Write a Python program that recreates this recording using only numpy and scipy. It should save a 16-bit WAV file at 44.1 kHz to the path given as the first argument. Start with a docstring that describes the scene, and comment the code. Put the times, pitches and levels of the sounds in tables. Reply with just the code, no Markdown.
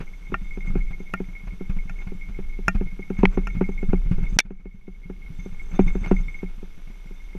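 """A dirt trail under a mountain bike, heard from inside the hard case of a helmet camera.
Noise and sparse grains make the tyres' grit and drone, over a low shudder near 25 Hz at a wandering rate.
Struck banks of dying modes make the knocks, bumps, brake disc tings and clacks; slips make the disc shimmer.
Noise snaps and ringing make sharp blows on the case: a dull clack, then a branch's lashes.
Faint hiss and whine come from the electronics; the camera's limiter ducks everything under the loudest peaks."""
import sys
import numpy as np
from scipy import signal
from scipy.fft import rfft, irfft
from scipy.io import wavfile
from scipy.ndimage import uniform_filter1d, minimum_filter1d

SR = 44100
rng = np.random.default_rng(int(sys.argv[2]) if len(sys.argv) > 2 else 0)


def generate_wav(signal):
    """Clip the signal to [-1, 1] and save it as 16-bit WAV at the path in sys.argv[1]."""
    frames = np.transpose(np.atleast_2d(signal))
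    scaled = np.clip(frames, -1, 1) * 32767
    pcm = np.round(scaled).astype(np.int16)
    wavfile.write(sys.argv[1], SR, pcm)


N = 325453
TIME = np.arange(N) / SR  # seconds
AGE = np.arange(SR // 3) / SR  # seconds since a blow

# The ground under the tyres, as a curve.
# Each row: time in seconds, level of grit in dB, level of rolling drone in dB before its trim.
GROUND = [(0, -60, -52.5), (.75, -60.5, -44.5), (1.35, -60, -51), (2.05, -61.5, -48), (2.55, -60.5, -47.5),
          (3.0, -62, -49), (3.35, -58, -36), (3.75, -58, -42), (4.301, -55, -37), (4.699, -59.5, -45),
          (5.201, -61.5, -43), (5.6, -58.5, -49), (5.95, -52.5, -40.5), (6.3, -57.5, -49),
          (6.748, -61, -57.5), (7.38, -61, -55)]
# How the camera shudders with the roll of the trail, as a curve. Each row: time in seconds, level in dB.
SWAY = [(0, -43), (.45, -29.5), (.8, -20.5), (1.0, -34), (1.4, -35.5), (1.75, -29), (2.2, -31.5),
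        (2.45, -25.5), (3.05, -35), (3.35, -29.5), (4.0, -22.5), (4.6, -31), (5.3, -34), (5.9, -26),
        (6.5, -34), (7.38, -35.5)]
# A tyre slides briefly through loose grit. Each row: middle in seconds, length in seconds, level in dB.
SLIDES = [(0.675, 0.057, -49.5), (2.015, 0.14, -54), (3.21, 0.11, -50.5), (3.335, 0.039, -47.5),
          (5.758, 0.04, -43.5), (5.884, 0.042, -44), (6.063, 0.066, -40.5)]
# How the pad rubs the disc, as a curve.
# Each row: time in seconds, level of the shimmer in dB, level of the light grazes in dB before their trims.
BRUSH = [(0, -72, -45.5), (.5, -68, -43), (1.3, -74, -43), (1.8, -70.5, -45), (2.9, -75, -45),
         (3.7, -67.5, -42.5), (4.15, -74, -48), (4.35, -61, -46.5), (4.601, -72.5, -41.5), (5.3, -79, -52),
         (5.41, -60.5, -53.5), (5.5, -70, -48.5), (5.77, -60, -46.5), (6.0, -64, -48), (6.25, -64, -49),
         (6.6, -76.5, -55.5), (7.001, -72.5, -50), (7.38, -73, -42)]

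# Soft bumps under the tyres.
# Each row: start in seconds, thud level in dB, level of the grit scuff in dB, both before their trims.
BUMPS = [(0.002, -33, -31), (0.698, -28, -40), (0.772, -29, -38.5), (0.904, -33, -39.5), (1.468, -37, -39),
         (1.694, -25, -36.5), (1.763, -30, -41), (2.067, -31.5, -39), (2.281, -38, -43),
         (2.747, -20, -32.5), (3.186, -21, -34), (3.547, -28, -38), (3.886, -21, -40), (4.11, -15.5, -32),
         (4.226, -25.5, -37), (4.323, -30, -46), (4.45, -21, -31), (4.595, -34, -39.5), (5.711, -40, -40.5),
         (5.863, -22.5, -35.5), (6.013, -30.5, -45), (6.202, -31, -45)]
# The brake disc strikes its pad hard. Each row: start in seconds, level in dB before its trim.
TINGS = [(.508, -36), (.54, -38.5), (.606, -33.5), (.671, -34), (.81, -36), (.869, -41.5), (.93, -37.5),
         (1.075, -38.5), (1.175, -38.5), (1.35, -36), (1.787, -36), (1.988, -37), (2.211, -35.5),
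         (2.346, -39), (2.872, -39), (3.027, -34.5), (3.168, -37.5), (3.5, -36), (3.64, -31.5),
         (3.777, -33.5), (4.237, -37), (4.265, -36.5), (4.71, -41), (5.033, -41), (5.219, -40.5),
         (5.26, -42.5), (5.395, -41.5), (5.595, -35), (5.879, -27), (6.04, -28.5), (6.165, -29.5),
         (6.282, -32), (6.343, -32.5), (6.389, -36), (6.461, -41.5)]
# The mount knocks against its stop. Each row: time of the main blow in seconds, its peak in dB.
KNOCKS = [(0.3239, -18), (0.576, -23), (0.7579, -13.5), (1.0048, -27), (1.205, -17), (1.6115, -21),
          (2.1219, -25), (2.3909, -22), (2.5914, -25), (2.8135, -15.5), (2.9953, -23.5), (3.106, -14.5),
          (3.236, -1), (3.377, -8), (3.614, -7), (3.6922, -17), (3.8315, -17), (3.935, -7.5), (4.185, -25),
          (4.5094, -9), (4.659, -15), (4.882, -18.5), (5.1013, -18.5), (5.462, -24.5), (5.7956, -1.5),
          (5.9559, -14.5), (6.116, -3.5), (6.4328, -18), (6.6307, -28), (7.1116, -33.5), (7.3523, -25.5)]
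# Hard parts clack together.
# Each row: start in seconds, level in dB, hardness as a cut-off in Hz, ring length as a factor.
CLACKS = [(0.342, -37.5, 2100, 0.9), (1.1375, -47, 13000, 0.23), (1.1379, -39.5, 2300, 0.96),
          (1.8956, -54.5, 9200, 0.98), (2.681, -30, 9900, 0.96), (3.4709, -46.5, 9700, 1)]
# Sharp blows strike the case: a dull clack at 3.25, then a branch's lashes from 4.388.
# Each row: start in seconds, peak in dB, hardness as a cut-off in Hz, ring length as a factor.
SHARP_BLOWS = [(3.2535, -4, 2500, 0.28), (4.388, 18, 13000, 0.64), (4.3911, 10.5, 8940, 0.6),
               (4.4012, 7.5, 12000, 0.57), (4.403, -2, 8070, 0.92)]

# Spectra of the crushed grit, the frame's drone, the electronics' hiss, the hard chatter and the
# sharp blows' snap. Each row: frequency in Hz, relative density in dB per Hz.
GRIT_SPECTRUM = [(350, 9.5), (600, -1), (800, 1.5), (1050, -1), (1420, 1), (1900, -6.5), (2450, -0.5),
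                 (3200, -15.5), (4500, -20), (8000, -31), (15000, -39.5)]
DRONE_SPECTRUM = [(45, 5.5), (70, -18), (130, -1), (186, 5.5), (225, -4), (290, -14.5), (385, -9),
                  (520, -24.5), (800, -44.5)]
HISS_SPECTRUM = [(100, 2), (1500, 0), (3500, 3), (4200, -4.5), (6000, -4.5), (8000, -13.5), (11000, -12),
                 (15000, -20)]
CHATTER_SPECTRUM = [(400, -16), (1000, 0), (1500, 5.5), (2100, -4), (2700, -2.5), (3800, -30.5),
                    (5300, -19), (6400, -21), (8200, -40), (9500, -19), (14000, -25)]
SNAP_SPECTRUM = [(300, -13), (950, -5), (1200, -13.5), (1500, 1), (1900, -1), (2300, 7), (3000, -4),
                 (4200, -6), (5000, -11), (5900, -2), (7300, -19), (10000, -16), (15000, -26)]

# Modes of the mount, the case, the lens cover, and the disc's main and upper groups.
# Each row: frequency in Hz, relative level in dB, t60 in seconds at a ring length of 1.
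MOUNT_MODES = [(95, -15, .05), (119.5, -9, 0.082), (184.7, 1.5, 0.14), (236.5, -11.5, 0.066),
               (266, -10.5, 0.097), (372.5, 5, 0.043), (455, -26.5, 0.015), (754, -7, 0.071),
               (850, 2.5, 0.039), (1150, -6.5, .03)]
CASE_MODES = [(668, -10, .05), (801, -3.5, 0.03), (1225, -18.5, 0.06), (1380, 1, 0.038),
              (1397, -0.5, 0.052), (1823, -8.5, 0.081), (1950, -21, 0.048), (2380, -6.5, 0.05),
              (2574, 6, 0.017), (2734, -14, 0.069), (4700, -27.5, .03), (5440, -9.5, 0.019),
              (6140, -15, 0.022), (6820, -17.5, 0.034), (9500, -23, .014), (12450, -22.5, 0.015)]
COVER_MODES = [(1560, -11.5, .025), (1800, -15.5, 0.055), (2274, -2, 0.039), (2269, -7.5, .02),
               (2760, -15, 0.036), (3510, -16, 0.063), (4360, -31, .06), (5810, -13.5, 0.022),
               (5710, 4, 0.011), (8300, -21, 0.013), (10600, -21.5, 0.022)]
DISC_MODES = [(2231, -2.5, 0.14), (2166, 6.5, 0.091), (2179, -1.5, 0.17), (2440, -18, 0.11)]
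DISC_UPPER_MODES = [(3583, -3, 0.071), (4770, -19, 0.093), (5500, -18.5, 0.13), (6220, 1, 0.037),
                    (6430, -5.5, 0.039), (7400, -13, 0.08), (8030, -16, 0.1), (12300, -25.5, .08)]
# Faint whine of the camera's electronics. Each row: frequency in Hz, level in dB.
WHINE = [(5846, -77.5), (5873, -92), (8780, -83), (11687, -88), (11719, -77.5), (14626, -95)]


def gain_of(db):
    """Decibels to amplitude."""
    return 10 ** (np.asarray(db) / 20)


def evened(x):
    """Scales to rms 1."""
    return x / np.sqrt(np.mean(x ** 2) + 1e-20)


def peaked(x):
    """Scales to peak 1."""
    return x / (abs(x).max() + 1e-20)


def db_at(rows, times, order):
    """One dB column of a curve at the given times, with straight lines between rows."""
    columns = np.transpose(rows)
    return np.interp(times, columns[0], columns[order])


def level(rows, order):
    """Gain over time from one dB column of a curve."""
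    return gain_of(db_at(rows, TIME, order))


def colour(x, points):
    """Shapes x by a spectrum of (Hz, dB) points, with steep ends, at rms 1."""
    hz = np.fft.rfftfreq(len(x), 1 / SR) + 1  # the 1 keeps the logarithm finite
    f, db = np.transpose(points)
    low_end = 1 / (1 + (f[0] / hz / 2) ** 4)
    high_end = 1 / (1 + (hz / f[-1] / 2) ** 4)
    shape = gain_of(np.interp(np.log(hz), np.log(f), db))
    return evened(irfft(rfft(x) * low_end * high_end * shape, len(x)))


def soften(x, hz):
    """Low-pass: a softer contact has less treble."""
    return signal.sosfilt(signal.butter(2, min(hz, SR / 2 - 100), fs=SR, output="sos"), x)


def swell(rise_s, fall_s=np.inf):
    """The envelope of a blow: it builds, then dies away if a fall is given."""
    return (1 - np.exp(-AGE / rise_s)) * np.exp(-AGE / fall_s)


def add(mix, s, sound):
    """Places a sound at s seconds."""
    part = mix[max(round(s * SR), 0):][:len(sound)]
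    part += sound[:len(part)]


def ring(modes, length=1, detune=0, scatter=0):
    """Dying modes after one blow; scatter loosens their phases, as the point of contact wanders."""
    hz, db, t60 = np.transpose(modes)[:, :, None]
    hz = hz * (1 + detune * rng.standard_normal(hz.shape))
    turns = hz * AGE + scatter * rng.random(hz.shape)
    decay = gain_of(db - 60 * AGE / (t60 * length))
    return (decay * np.cos(2 * np.pi * turns)).sum(0)


def contact(x, width_s):
    """Smears a blow over the bell-shaped time of a cushioned contact; also gives the bell's delay in s."""
    half = 256  # samples
    bell = np.exp(-.5 * (np.arange(-half, half + 1) / SR / width_s) ** 2)
    return signal.fftconvolve(x, bell / bell.sum()), half / SR


def burst(spectrum, rise_s, fall_s):
    """A puff of coloured noise."""
    return colour(rng.standard_normal(len(AGE)), spectrum) * swell(rise_s, fall_s)


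def chance_times(per_s):
    """Irregular moments at a mean rate, each with a strength from -1 to 1."""
    count = round(per_s * N / SR)
    jitter, strength = rng.random((count, 2)).T
    return (np.arange(count) + 2 * jitter) / per_s, 2 * strength - 1


def shaking(knock_db=-14, bump_db=1, clack_db=-16, give=0.9):
    """How hard the bike shakes: blows add their energy, and the suspension softens the largest."""
    power = np.zeros(N)
    shape = swell(rise_s=0.006, fall_s=0.083)
    for blows, weight_db in (KNOCKS, knock_db), (BUMPS, bump_db), (CLACKS, clack_db):
        for s, db, *_ in blows:
            add(power, s, (gain_of(give * db + weight_db) * shape) ** 2)
    return np.sqrt(power)


def sliding():
    """Each slide through loose grit swells and fades like a bell."""
    return sum(gain_of(db) * np.exp(-(2 * (TIME - s) / length) ** 2) for s, length, db in SLIDES)


def shudder(shake, hz=24.6, wander=0.26, buffet_db=-6, shaken_db=3.0):
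    """The camera shudders on its mount at a wandering rate, harder as the bike shakes, with wind buffeting."""
    drift = evened(soften(rng.standard_normal(N), 5.3))
    turns = np.cumsum(hz * (1 + wander * drift)) / SR
    tremble = np.sqrt(2) * np.sin(2 * np.pi * turns)
    # each point: Hz, dB per Hz
    buffet = colour(rng.standard_normal(N),
                    [(18, 2), (28, -7.5), (40, -5), (55, -13.5), (90, -23), (200, -70.5)])
    strength = np.hypot(level(SWAY, order=1), gain_of(shaken_db) * shake)
    return strength * evened(tremble + gain_of(buffet_db) * buffet)


def tyres(shake, drone_db=-4, shaken_grit_db=-39, shaken_drone_db=-25,
          grains_per_s=420, grain_db=4.5, smooth=0.22):
    """Crushed grit as many small grains over the drone the frame carries up; both grow with shaking."""
    sizes = gain_of(grain_db * np.minimum(rng.exponential(1, N), 4)) * rng.choice([-1, 1], N)
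    grains = sizes * (rng.random(N) < grains_per_s / SR)
    grains = grains + smooth * rng.standard_normal(N)
    rolling_grit = np.hypot(level(GROUND, order=1), sliding())
    grit = np.hypot(rolling_grit, gain_of(shaken_grit_db) * shake)
    drone = gain_of(drone_db) * np.hypot(level(GROUND, order=2), gain_of(shaken_drone_db) * shake)
    return grit * colour(grains, GRIT_SPECTRUM) + drone * colour(rng.standard_normal(N), DRONE_SPECTRUM)


def electronics(hiss_db=-63):
    """Steady coloured hiss and a thin whine of fixed sines."""
    whine = np.zeros(N)
    for hz, db in WHINE:
        whine += np.sqrt(2) * gain_of(db) * np.sin(2 * np.pi * (hz * TIME + rng.random()))
    return whine + gain_of(hiss_db) * colour(rng.standard_normal(N), HISS_SPECTRUM)


def shimmer(sliding_db=-16, catches_per_s=110):
    """The pad catches in tiny slips, harder when the tyre slides; each upper disc mode flutters alone."""
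    singing = np.zeros(N)
    for mode in DISC_UPPER_MODES:
        slips = (rng.random(N) < catches_per_s / SR) * rng.standard_normal(N)
        singing += signal.oaconvolve(slips, ring([mode]) * swell(0.0028))[:N]
    strength = np.hypot(level(BRUSH, order=1), gain_of(sliding_db) * sliding())
    return strength * evened(singing)


def bumps(thud_db=5, scuff_db=1, stones_per_s=6, stone_thud_db=12.5, stone_scuff_db=10.5, spread_db=3):
    """A slow push rings mostly the lowest modes of the mount, while the tyre scuffs through grit."""
    out = np.zeros(N)
    # small stones come at random, as strong as the ground is rough
    times, strength = chance_times(stones_per_s)
    stone_thuds = db_at(GROUND, times, order=2) + stone_thud_db + spread_db * strength
    stone_scuffs = db_at(GROUND, times, order=1) + stone_scuff_db + spread_db * strength
    for s, db, grit_db in list(BUMPS) + list(zip(times, stone_thuds, stone_scuffs)):
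        thud, early = contact(ring(MOUNT_MODES, length=0.67, detune=0.06), 0.0012)
        add(out, s - early + .004, gain_of(db + thud_db) * peaked(thud))
        add(out, s, gain_of(grit_db + scuff_db) * burst(GRIT_SPECTRUM, 0.0066, 0.013))
    return out


def disc(main_db=5, rise_s=0.0025, grazes_per_s=38, graze_db=-2.0, spread_db=5):
    """The brake disc tings as the wheel flexes; lighter grazes keep it chirping in between."""
    out = np.zeros(N)
    times, strength = chance_times(grazes_per_s)
    grazes = zip(times, db_at(BRUSH, times, order=2) + graze_db + spread_db * strength)
    for s, db in list(TINGS) + list(grazes):
        ting = peaked(ring(DISC_MODES, detune=0.0043, scatter=0.25)) * swell(rise_s)
        add(out, s, gain_of(db + main_db) * ting)
    return out


def knocks(touch=0.36, lead_s=0.002843, dip_s=0.001352, case_db=-24, crunch=1.72):
    """A light first touch, a rebound, then the main blow; the mount booms and the case buzzes a little."""
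    out = np.zeros(N)
    stiff_modes = [mode for mode in MOUNT_MODES if mode[0] > 600]
    for s, db in KNOCKS:
        size = gain_of(db)
        boom, early = contact(ring(MOUNT_MODES, detune=.012), .00042)
        add(out, s - early, size * peaked(boom))
        # the quick first touch reaches only the stiffer modes, and grows faster than the blow
        tap, _ = contact(ring(stiff_modes, length=.45, detune=.04), .00022)
        add(out, s - early - lead_s, touch * size ** 2 * peaked(tap))
        rebound, _ = contact(ring(MOUNT_MODES, length=0.045), 0.00068)
        add(out, s - early - dip_s, -size * .5 * peaked(rebound))
        buzz = peaked(ring(CASE_MODES, detune=0.026, scatter=1))
        buzz = buzz + crunch * peaked(burst(GRIT_SPECTRUM, 0.00029, 0.012))
        add(out, s - .0045, size * gain_of(case_db) * soften(buzz, 2600))
    return out


def clacks(crunch=0.61, boom_db=14):
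    """A few milliseconds of hard chatter ring the case and nudge the mount."""
    out = np.zeros(N)
    for s, db, hard_hz, length in CLACKS:
        modes = evened(ring(CASE_MODES, length, detune=0.0036, scatter=0.28) * swell(0.0011))
        chatter = evened(burst(CHATTER_SPECTRUM, 0.00067, 0.0017))
        add(out, s, gain_of(db) * evened(soften(modes + crunch * chatter, hard_hz)))
        add(out, s, gain_of(db + boom_db) * peaked(soften(ring(MOUNT_MODES), 190)))
    return out


def sharp_blows(ring_db=-6, boom_db=-17):
    """Each blow is a wide snap that rings the lens cover and shoves the mount; duller blows lose treble."""
    out = np.zeros(N)
    for s, db, hard_hz, length in SHARP_BLOWS:
        modes = peaked(ring(COVER_MODES, length, detune=0.0088, scatter=0.56) * swell(0.00069))
        snap = peaked(burst(SNAP_SPECTRUM, 0.002, 0.0014)) + gain_of(ring_db) * modes
        snap = np.tanh(2 * peaked(snap))  # the hardest peaks flatten
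        snap = soften(soften(snap, hard_hz), hard_hz)
        add(out, s, gain_of(db) * peaked(snap))
        shove = soften(ring(MOUNT_MODES, length=0.41), 600)
        add(out, s, gain_of(db + boom_db) * peaked(shove))
    return out


def scene():
    """All layers sum at the one microphone in the case."""
    shake = shaking()
    ground = shudder(shake) + tyres(shake) + bumps()
    brake = shimmer() + disc()
    blows = knocks() + clacks() + sharp_blows()
    return (ground + electronics() + brake + blows)[None]


def record(dry, recovery_db_per_s=20, edge_hz=15150):
    """A look-ahead limiter ducks ahead of peaks and recovers slowly; then a low-pass limits the band."""
    over_db = np.maximum(20 * np.log10(abs(dry[0]) + 1e-9), 0)
    ahead_db = -minimum_filter1d(-over_db, 1601)  # widest excess within 800 samples either side
    fall = recovery_db_per_s * TIME
    held_db = np.maximum.accumulate(ahead_db + fall) - fall
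    duck_db = uniform_filter1d(held_db, size=64)
    low_pass = signal.firwin(511, edge_hz, window=("kaiser", 9), fs=SR)
    return signal.oaconvolve(dry * gain_of(-duck_db), low_pass[None], "same")


dry = scene()
out = record(dry)
generate_wav(out)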